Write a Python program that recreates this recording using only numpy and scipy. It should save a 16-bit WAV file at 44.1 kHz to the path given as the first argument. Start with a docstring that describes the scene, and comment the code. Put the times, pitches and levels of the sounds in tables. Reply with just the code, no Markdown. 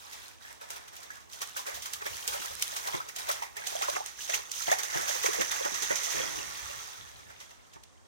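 """A large dog wades through a shallow pond in a quiet wood. Its legs churn up spray and ringing bubbles,
each stride adds a splash, trapped air gulps, and reeds snap until 2.7 s. From 2 s deep plunges thud.
The dog is closest at 4.7 s, then bounds off into more echo; after 6.2 s the water calms, with a few
last splashes. All is heard through two hand-held microphones of opposite polarity and unequal colour,
which bump softly near 2 s and from 6.2 to 7.3 s."""
import sys
import numpy as np
from scipy import signal
from scipy.fft import rfft, irfft
from scipy.io import wavfile
from scipy.ndimage import uniform_filter1d

SR = 44100
rng = np.random.default_rng(int(sys.argv[2]) if len(sys.argv) > 2 else 0)


def unload_wav(signal):
    """Save mono or channel-first audio to the path in sys.argv[1] as 16-bit WAV at rate SR, clipped to [-1, 1]."""
    wavfile.write(
        sys.argv[1],
        SR,
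        np.round(np.clip(np.atleast_2d(signal).T, -1, 1) * 32767).astype(np.int16),
    )


N = 356194
TIME = np.arange(N) / SR

# Tone change with the dog's position: t/s, right port ring/dB, fine spray/dB
BEARING = [(0, -14, -6), (1.3, -0.5, -4.5), (2.4, -5.5, -2.5), (3.4, -5, -3.5), (4.0, 4, -8),
           (4.7, 5.5, -4), (6.0, 8.5, -6.5), (6.7, 3, -4.5), (8.08, -5, -16)]
# Spectrum of rumble and handling: f/Hz, level/dB
RUMBLE_SPECTRUM = [(15, -29), (35, -15), (60, 2.5), (100, -4.5), (170, -14), (300, -22.5), (700, -25),
                   (2000, -70)]


def from_db(db):
    """Decibels to gain."""
    return 10 ** (np.asarray(db) / 20)


def unit_rms(x):
    """Scale to RMS 1."""
    return x / np.sqrt(np.mean(x ** 2) + 1e-20)


def curves(rows):
    """Each column after t/s, interpolated at every sample."""
    s, *columns = np.transpose(rows)
    return [np.interp(TIME, s, column) for column in columns]


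def level_db(spectrum, hz):
    """Spectrum level, interpolated over log frequency."""
    f, level = np.transpose(spectrum)
    return np.interp(np.log(np.maximum(hz, 1)), np.log(f), level)


def cut(x, hz, kind, order=2):
    """Butterworth low- or high-pass."""
    return signal.sosfilt(signal.butter(order, hz, kind, fs=SR, output="sos"), x)


def resonance(x, hz, width_hz):
    """Band-pass, peak gain 1."""
    return signal.lfilter(*signal.iirpeak(hz, hz / width_hz, fs=SR), x)


def diffuse_noise(spectrum, coherent_below_hz):
    """Stereo noise, coherent in the bass; RMS 1."""
    hz = np.arange(N // 2 + 1) * SR / N
    mid, side = rfft(rng.standard_normal((2, N)))
    coherence = .93 / (1 + (hz / coherent_below_hz) ** 2)
    both = np.sqrt(1 + coherence) * mid + np.sqrt(1 - coherence) * side * [[1], [-1]]
    return unit_rms(irfft(both * from_db(level_db(spectrum, hz)), N))


def swell(start_s, length_s, attack_s, fall_db_per_s):
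    """Gain that rises, holds and dies away."""
    age = TIME - start_s
    return np.clip(age / attack_s, 0, 1) * from_db(-fall_db_per_s * np.clip(age - length_s, 0, 2.5))


def bursts(rows):
    """Summed power of bursts. Rows: t/s, level/dB, rise/s, decay/s."""
    power = np.zeros(N)
    for s, db, rise_s, decay_s in rows:
        start = int(s * SR)
        t = TIME[:min(SR // 2, N - start)]
        gain = from_db(db) * np.minimum(t / rise_s, 1) * np.exp(-np.maximum(t - rise_s, 0) / decay_s)
        power[start:start + len(t)] += gain ** 2
    return power


def bubbles(s, hz, height, life_s, glide, lag_s, samples):
    """Damped sines, rising in pitch as they near the surface, each from its own direction."""
    lag, pan = rng.standard_normal((len(s), 2)).T
    pan_db = pan * 1.9 * hz / (hz + 1500)  # long waves cast no shadow
    channels = []
    for side in (1, -1):
        start_s = np.maximum(s + side * lag * lag_s / 2, 0)
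        index = np.ceil(start_s * SR).astype(int)[:, None] + np.arange(samples)
        age = (index / SR - start_s[:, None]).astype(np.float32)
        lives = age / life_s[:, None].astype(np.float32)
        phase = 2 * np.pi * hz[:, None].astype(np.float32) * age * (1 + glide * np.minimum(lives, 10) / 2)
        wave = (height * from_db(side * pan_db))[:, None] * (np.exp(-lives) * np.sin(phase))
        channels.append(np.bincount(index.ravel(), wave.ravel(), N)[:N])
    return np.array(channels)


def swarm(per_s, spectrum, cycles, spread_db, glide, lag_s, even_s, samples):
    """Dense random bubbles or drops, levelled to about RMS 1 over even_s."""
    when, pitch, bulk, damping = rng.random((int(per_s * N / SR), 4)).T
    low_hz, high_hz = spectrum[0][0], spectrum[-1][0]
    hz = low_hz * (high_hz / low_hz) ** pitch
    life_s = cycles / hz * 2 ** (2 * damping - 1)
    size_db = spread_db * np.minimum(-np.log(1 - bulk), 4)
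    height = from_db(level_db(spectrum, hz) + size_db) * np.sqrt(hz / life_s)
    x = bubbles(when * N / SR, hz, height, life_s, glide, lag_s, samples)
    x = cut(x, low_hz, "high", order=4)
    power = np.mean(x ** 2, axis=0)
    for _ in range(2):
        power = uniform_filter1d(power, int(even_s * SR))
    return x / np.sqrt(np.abs(power) + power.mean() / 100)


def ambience(bubbling):
    """Quiet wood and distant rumble; stirred water adds to the rumble."""
    # Woodland background: f/Hz, level/dB
    wood_spectrum = [(20, -10), (60, -26), (130, -2.5), (250, 1.5), (500, -1), (1000, -1), (2000, -13.5),
                     (4000, -12), (8000, -13), (16000, -45)]
    wood = from_db(-62.5) * diffuse_noise(wood_spectrum, coherent_below_hz=410)
    rumble_gain = np.hypot(from_db(-62.5), from_db(-17.5) * bubbling)
    return wood + rumble_gain * diffuse_noise(RUMBLE_SPECTRUM, coherent_below_hz=390)


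def churn():
    """Spray and bubble gains: each leg sweep, its wake, and the final run."""
    # Leg sweeps: t/s, length/s, spray/dB, bubbles/dB
    strides = [(-.04, 0.32, -49.5, -55), (0.392, 0.13, -51.5, -55.5), (0.664, 0.19, -55.5, -54.5),
               (.9, 0.16, -53, -54), (1.097, 0.065, -51.5, -54), (1.285, 0.22, -48.5, -55),
               (1.538, 0.048, -44, -48.5), (1.67, 0.099, -48.5, -48), (1.84, 0.13, -46, -51),
               (2.02, 0.23, -42, -48), (2.264, 0.27, -41.5, -47), (2.561, 0.25, -41.5, -47.5),
               (2.815, 0.15, -41, -43), (3.163, 0.23, -45, -45.5), (3.56, .1, -46, -45.5),
               (3.671, 0.3, -38, -45), (4.16, 0.12, -41, -51.5), (4.301, 0.043, -37.5, -39),
               (4.524, 0.12, -36.5, -49), (4.658, 0.027, -35, -32), (4.912, 0.065, -41.5, -37),
               (5.988, .21, -45, -51), (6.605, 0.29, -46.5, -53), (7.26, 0.12, -67.5, -62)]
    attack_s, settle_db_per_s = 0.034, 16.5
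    run_db, wake_db = [-38, -42.5], [-12, -11.5]  # spray, bubbles
    run = swell(start_s=4.684, length_s=1.545, attack_s=0.33, fall_db_per_s=settle_db_per_s)
    power = np.outer(from_db(run_db), run) ** 2
    for s, length_s, *stride_db in strides:
        sweep = swell(s, length_s, attack_s, fall_db_per_s=165)
        wake = swell(s, length_s, attack_s, settle_db_per_s)
        power += np.outer(from_db(stride_db), sweep) ** 2
        power += np.outer(from_db(stride_db) * from_db(wake_db), wake) ** 2
    return np.sqrt(power)


def spray(spraying, splash_gain, fine_db):
    """Droplets hit the surface: light patter from the churn, a dense crack per splash."""
    # Droplet spectrum: f/Hz, level/dB
    spectrum = [(2300, -11.5), (3400, 0), (4500, -4.5), (6000, 1), (8000, -8.5), (11000, -11.5),
                (14000, -8), (16500, -11.5)]
    patter = swarm(6000, spectrum, cycles=1.8, spread_db=1.5, glide=0,
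                   lag_s=0.000296, even_s=0.13, samples=160)
    crack = swarm(9000, spectrum, cycles=1.76, spread_db=-0.5, glide=0,
                  lag_s=0.00016, even_s=0.0015, samples=64)
    drops = patter * spraying + crack * splash_gain
    coarse = cut(drops, 5100, "low", order=1)
    return coarse + (drops - coarse) * from_db(fine_db)


def slosh(bubbling, cloud_gain):
    """Small bubbles chirp in stirred water and in a cloud after each splash."""
    # Bubble spectrum: f/Hz, level/dB
    spectrum = [(380, 4), (520, -7.5), (700, -4), (900, 0), (1250, -3), (1800, -1.5), (2600, -5.5)]
    stirred = swarm(1500, spectrum, cycles=3.8, spread_db=1.0, glide=0.057,
                    lag_s=0.00008, even_s=0.0051, samples=900)
    cloud = swarm(1100, spectrum, cycles=5.1, spread_db=-0.5, glide=0.041,
                  lag_s=0.00007, even_s=0.01, samples=600)
    return stirred * bubbling + cloud * cloud_gain


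def drips(spraying, per_s=70):
    """Water runs off coat and reeds: clear plinks that follow the churn."""
    # Plink spectrum: f/Hz, level/dB
    spectrum = [(1100, 0), (2000, -4), (3200, 6.5), (6500, -3.5)]
    when, pitch, bulk = rng.random((int(per_s * N / SR), 3)).T
    s = when * N / SR
    low_hz, high_hz = spectrum[0][0], spectrum[-1][0]
    hz = low_hz * (high_hz / low_hz) ** pitch
    height = np.interp(s, TIME, spraying) * from_db(level_db(spectrum, hz) + 8.0 - 7.7 * bulk)
    plinks = bubbles(s, hz, height, life_s=8 / hz, glide=0.018, lag_s=0.00011, samples=1500)
    return cut(plinks, 1220, "high")


def woodland_echo(x, t60_s=0.38):
    """Trunks and banks scatter a dull tail, stronger when the dog is far."""
    # Echo send: t/s, level/dB
    send = [(0, -2.5), (1.5, -8), (3.2, -9), (4.7, -14), (5.9, -7.5), (6.5, -2), (8.08, -10)]
    t = TIME[:SR]
    mid, side = rng.standard_normal((2, SR)) * from_db(-60 * t / t60_s) * (1 - np.exp(-t / 0.0015))
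    tail = mid + cut(side, 850, "high") * [[1], [-1]]
    tail = cut(tail / np.sqrt(np.sum(tail ** 2) / 2), 9000, "low", order=1)
    return signal.fftconvolve(x * from_db(curves(send)[0]), tail, axes=1)[:, :N]


def ticks(spraying, snaps_per_s=14, reeds_end_s=2.7):
    """Millisecond cracks: faint snaps among the reeds and a few loud contacts."""
    # Heavy drops and snapping stalks: t/s, level/dB
    contacts = [(0.7043, -27), (1.935, -26), (2.2774, -19.5), (2.6236, -13.5), (3.162, -27.5),
                (3.5682, -33), (3.672, -23.5), (4.0612, -28), (4.5171, -26), (4.833, -24), (5.516, -29),
                (7.836, -42)]
    when, size = rng.random((int(snaps_per_s * reeds_end_s), 2)).T
    snaps = bursts([(s, db, .0003, .0012) for s, db in zip(when * reeds_end_s, 15 - 12 * size)])
    loud = bursts([(s, db, .0003, .0013) for s, db in contacts])
    grit = cut(cut(rng.standard_normal((2, N)), 2920, "high"), 9200, "low")
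    return unit_rms(grit) * np.sqrt(loud + snaps * spraying ** 2)


def splashes(spraying, bubbling):
    """Gains of splash spray and the slower bubble cloud; random flicks follow the churn."""
    # Paws and thrown water hit the surface: t/s, spray/dB, bubbles/dB, decay/s
    hits = [(.126, -39, -48, 0.023), (0.503, -53, -45, 0.013), (0.61, -44, -44.5, 0.044),
            (.701, -37, -42, 0.03), (.759, -39, -43.5, 0.014), (.879, -42.5, -51, 0.012),
            (.963, -40.5, -54, 0.014), (1.028, -41.5, -49, 0.014), (1.105, -46.5, -53, 0.0067),
            (1.329, -39, -56, 0.02), (1.415, -28.5, -34.5, 0.015), (1.566, -32, -42.5, 0.031),
            (1.663, -35.5, -36, 0.044), (1.742, -36, -50, 0.041), (1.82, -35.5, -49, 0.031),
            (1.855, -33.5, -39.5, 0.013), (1.932, -30, -43, 0.012), (2.015, -40.5, -34, 0.012),
            (2.061, -32.5, -32.5, 0.012), (2.277, -27.5, -38.5, 0.019), (2.328, -33.5, -35, 0.033),
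            (2.444, -37, -38, 0.016), (2.622, -23.5, -45, 0.0089), (2.762, -29, -36, 0.018),
            (2.871, -29, -32.5, 0.01), (2.941, -37, -25.5, 0.0037), (3.085, -37, -42, 0.016),
            (3.16, -32, -43, .014), (3.183, -34, -43, 0.03), (3.287, -27.5, -29.5, 0.015),
            (3.311, -27.5, -49, 0.022), (3.421, -37.5, -38.5, 0.027), (3.566, -36, -36.5, 0.013),
            (3.666, -28.5, -44, 0.024), (3.818, -29, -33, 0.028), (3.898, -26, -49, 0.0032),
            (3.96, -43, -29, .004), (4.056, -37.5, -45, 0.048), (4.21, -35.5, -55, .025),
            (4.294, -29, -33.5, 0.02), (4.34, -24, -33.5, 0.019), (4.513, -35.5, -52, 0.03),
            (4.667, -37, -43, 0.014), (4.712, -26, -31, 0.025), (4.784, -29.5, -36, 0.019),
            (4.832, -31.5, -37.5, 0.029), (4.94, -37, -37.5, 0.067), (5.077, -30.5, -37, 0.1),
            (5.228, -30, -34, 0.061), (5.259, -23, -26.5, 0.0086), (5.329, -31.5, -33.5, 0.039),
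            (5.409, -25, -26, .011), (5.511, -28.5, -34.5, 0.023), (5.647, -32, -31, 0.016),
            (5.74, -34, -44, 0.038), (5.82, -28, -36, 0.03), (5.909, -32.5, -27, 0.015),
            (5.954, -29, -43, 0.03), (6.031, -30.5, -55, 0.043), (6.1, -32, -55, 0.048),
            (6.15, -38, -36.5, .08), (6.68, -49, -49, 0.0096), (7.296, -50, -46.5, 0.02),
            (7.4, -42, -54, 0.038), (7.505, -47.5, -53, 0.015), (7.732, -45.5, -57, 0.014),
            (7.759, -55, -47, .006), (7.836, -44.5, -72, 0.0031)]
    spray_rise_s, cloud_rise_s = 0.0031, 0.0063
    flicks_per_s, flick_decay_s = 6.4, 0.021
    entry_s = 0.013  # the paw parts the surface this long before the splash
    when, size = rng.random((int(flicks_per_s * N / SR), 2)).T
    flicks = bursts([(s, db, spray_rise_s, flick_decay_s) for s, db in zip(when * N / SR, 1.5 + size)])
    drops = bursts([(s, db, spray_rise_s, decay_s) for s, db, _, decay_s in hits])
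    drops += bursts([(s - entry_s, db - 11, entry_s, spray_rise_s) for s, db, _, _ in hits])
    cloud = bursts([(s, db, cloud_rise_s, decay_s) for s, _, db, decay_s in hits])
    cloud += bursts([(s - entry_s, db - 6.5, entry_s, cloud_rise_s) for s, _, db, _ in hits])
    return np.sqrt(drops + flicks * spraying ** 2), np.sqrt(cloud + flicks * bubbling ** 2)


def gulps(bubbling):
    """Air pockets close behind the legs; large ones ring longer, and each sheds a smaller bubble."""
    # Large pockets: t/s, f/Hz, level/dB
    pockets = [(.45, 1700, -37), (1.104, 1615, -31), (1.417, 1140, -31), (1.565, 1495, -26.5),
               (1.592, 990, -29.5), (2.326, 1200, -30), (2.886, 776, -28.5), (3.004, 1270, -24),
               (3.292, 577, -22), (3.302, 1243, -20), (3.422, 906, -24.5), (3.67, 700, -31),
               (3.752, 640, -24), (3.813, 770, -24), (3.827, 1126, -22), (3.883, 1010, -21.5),
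               (3.886, 568, -22), (3.961, 1125, -27), (4.005, 787, -26), (4.294, 613, -26),
               (4.339, 2620, -17), (4.68, 680, -22.5), (4.715, 630, -15), (4.718, 1730, -20),
               (4.726, 2150, -20), (4.722, 723, -18), (5.244, 484, -19.5), (5.26, 2220, -23),
               (5.285, 400, -19.5), (5.385, 465, -21.5), (5.528, 1123, -28), (5.608, 508, -23.5),
               (5.906, 527, -21.5), (6.2, 499, -24), (7.3, 1750, -50), (7.41, 1970, -39.5)]
    blips_per_s, low_hz, high_hz = 28, 476, 2284  # lesser pockets, at random
    when, pitch, bulk = rng.random((int(blips_per_s * N / SR), 3)).T
    blip_hz = low_hz * (high_hz / low_hz) ** pitch
    blip_db = 20 * np.log10(bubbling[(when * N).astype(int)] + 1e-9) + 9.5 - 7.5 * bulk
    blips = np.transpose([when * N / SR, blip_hz, blip_db])
    s, hz, db = np.vstack([pockets, blips]).T
    life_s = 0.0061 * (1000 / hz) ** 0.5
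    pocket = bubbles(s, hz, from_db(db), life_s, glide=0.045, lag_s=.00006, samples=2000)
    shed = bubbles(s + .011, hz * 1.13, from_db(db - 9.5), life_s,
                   glide=0.071, lag_s=.00008, samples=2000)
    hollow = bubbles(s + 0.002984, hz * 0.82, from_db(db - 12.5), life_s,
                     glide=0.0081, lag_s=.0001, samples=2000)
    return cut(pocket + shed + hollow, 394, "high", order=4)


def handling(rise_s=0.0089, decay_s=0.088):
    """Soft low thuds in the microphone casing as the holder moves."""
    # Steps and grip shifts: t/s, level/dB
    bumps = [(1.73, -54), (1.93, -58.5), (2.1, -54), (2.29, -56), (2.5, -54), (6.16, -55), (6.33, -53.5),
             (6.47, -54), (6.62, -53.5), (6.76, -56.5), (6.98, -54), (7.135, -55.5), (7.255, -59)]
    gain = np.sqrt(bursts([(s, db, rise_s, decay_s) for s, db in bumps]))
    return gain * diffuse_noise(RUMBLE_SPECTRUM, coherent_below_hz=15)


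def plunges(bubbling):
    """Big cavities collapse with a dull thud; a little of it goes with all sloshing."""
    # A leg or the chest drives deep: t/s, level/dB, decay/s
    dives = [(2.05, -51, .027), (2.39, -45, .018), (2.94, -32, 0.016), (3.925, -44, .04), (4.332, -55, .03),
             (4.676, -42, 0.027), (4.952, -34.5, 0.032), (5.27, -46, .04), (5.39, -29.5, 0.018),
             (5.645, -37, .02), (5.715, -41, .025), (5.815, -42, .03), (5.9, -35, .022), (6.14, -39.5, .15),
             (6.375, -41, .03), (7.255, -57, .02), (7.756, -48, .011)]
    # Cavity spectrum: f/Hz, level/dB
    spectrum = [(120, 4), (220, -11), (330, -0.5), (480, -1)]
    deep = swarm(450, spectrum, cycles=1.55, spread_db=-0.5, glide=0.03,
                 lag_s=.00003, even_s=0.008, samples=1800)
    thuds = np.sqrt(bursts([(s, db, .007, decay_s) for s, db, decay_s in dives]))
    return deep * np.hypot(thuds, bubbling * from_db(-20))


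def port(x, peaks):
    """A microphone port colours the sound: peaks and dips in series."""
    for hz, width_hz, db in peaks:
        x = x + (from_db(db) - 1) * resonance(x, hz, width_hz)
    return x


def scene():
    """The water, its echo and the quiet wood."""
    _, fine_db = curves(BEARING)
    spraying, bubbling = churn()
    drops, cloud = splashes(spraying, bubbling)
    water = (spray(spraying, drops, fine_db) + ticks(spraying) + drips(spraying)
             + slosh(bubbling, cloud) + gulps(np.hypot(bubbling, cloud)) + plunges(bubbling))
    return water + woodland_echo(water) + ambience(bubbling)


def record(dry):
    """Handling bumps, two unequal ports (the right one ringing and inverted), steep low-pass."""
    # Left port peaks and dips: f/Hz, width/Hz, level/dB
    left_peaks = [(1550, 780, -2.5), (3950, 400, 1), (6100, 3840, -8), (11900, 4800, -2), (14800, 540, 8)]
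    # Right port peaks and dips: f/Hz, width/Hz, level/dB
    right_peaks = [(1390, 710, 2), (1790, 420, 2), (2650, 2580, -5.5), (4280, 670, -5.5), (9350, 2800, 3.5)]
    right_gain_db, cutoff_hz = 0.61, 16100
    ring_db, _ = curves(BEARING)
    left, right = dry + handling()
    ringing = resonance(right, 6236, width_hz=680) + from_db(-7) * resonance(right, 2010, width_hz=380)
    left = port(left, left_peaks)
    right = -from_db(right_gain_db) * port(right + from_db(ring_db) * ringing, right_peaks)
    low_pass = signal.ellip(12, .1, 80, cutoff_hz, fs=SR, output="sos")
    return signal.sosfilt(low_pass, np.array([left, right]))


dry = scene()
out = record(dry)
unload_wav(out)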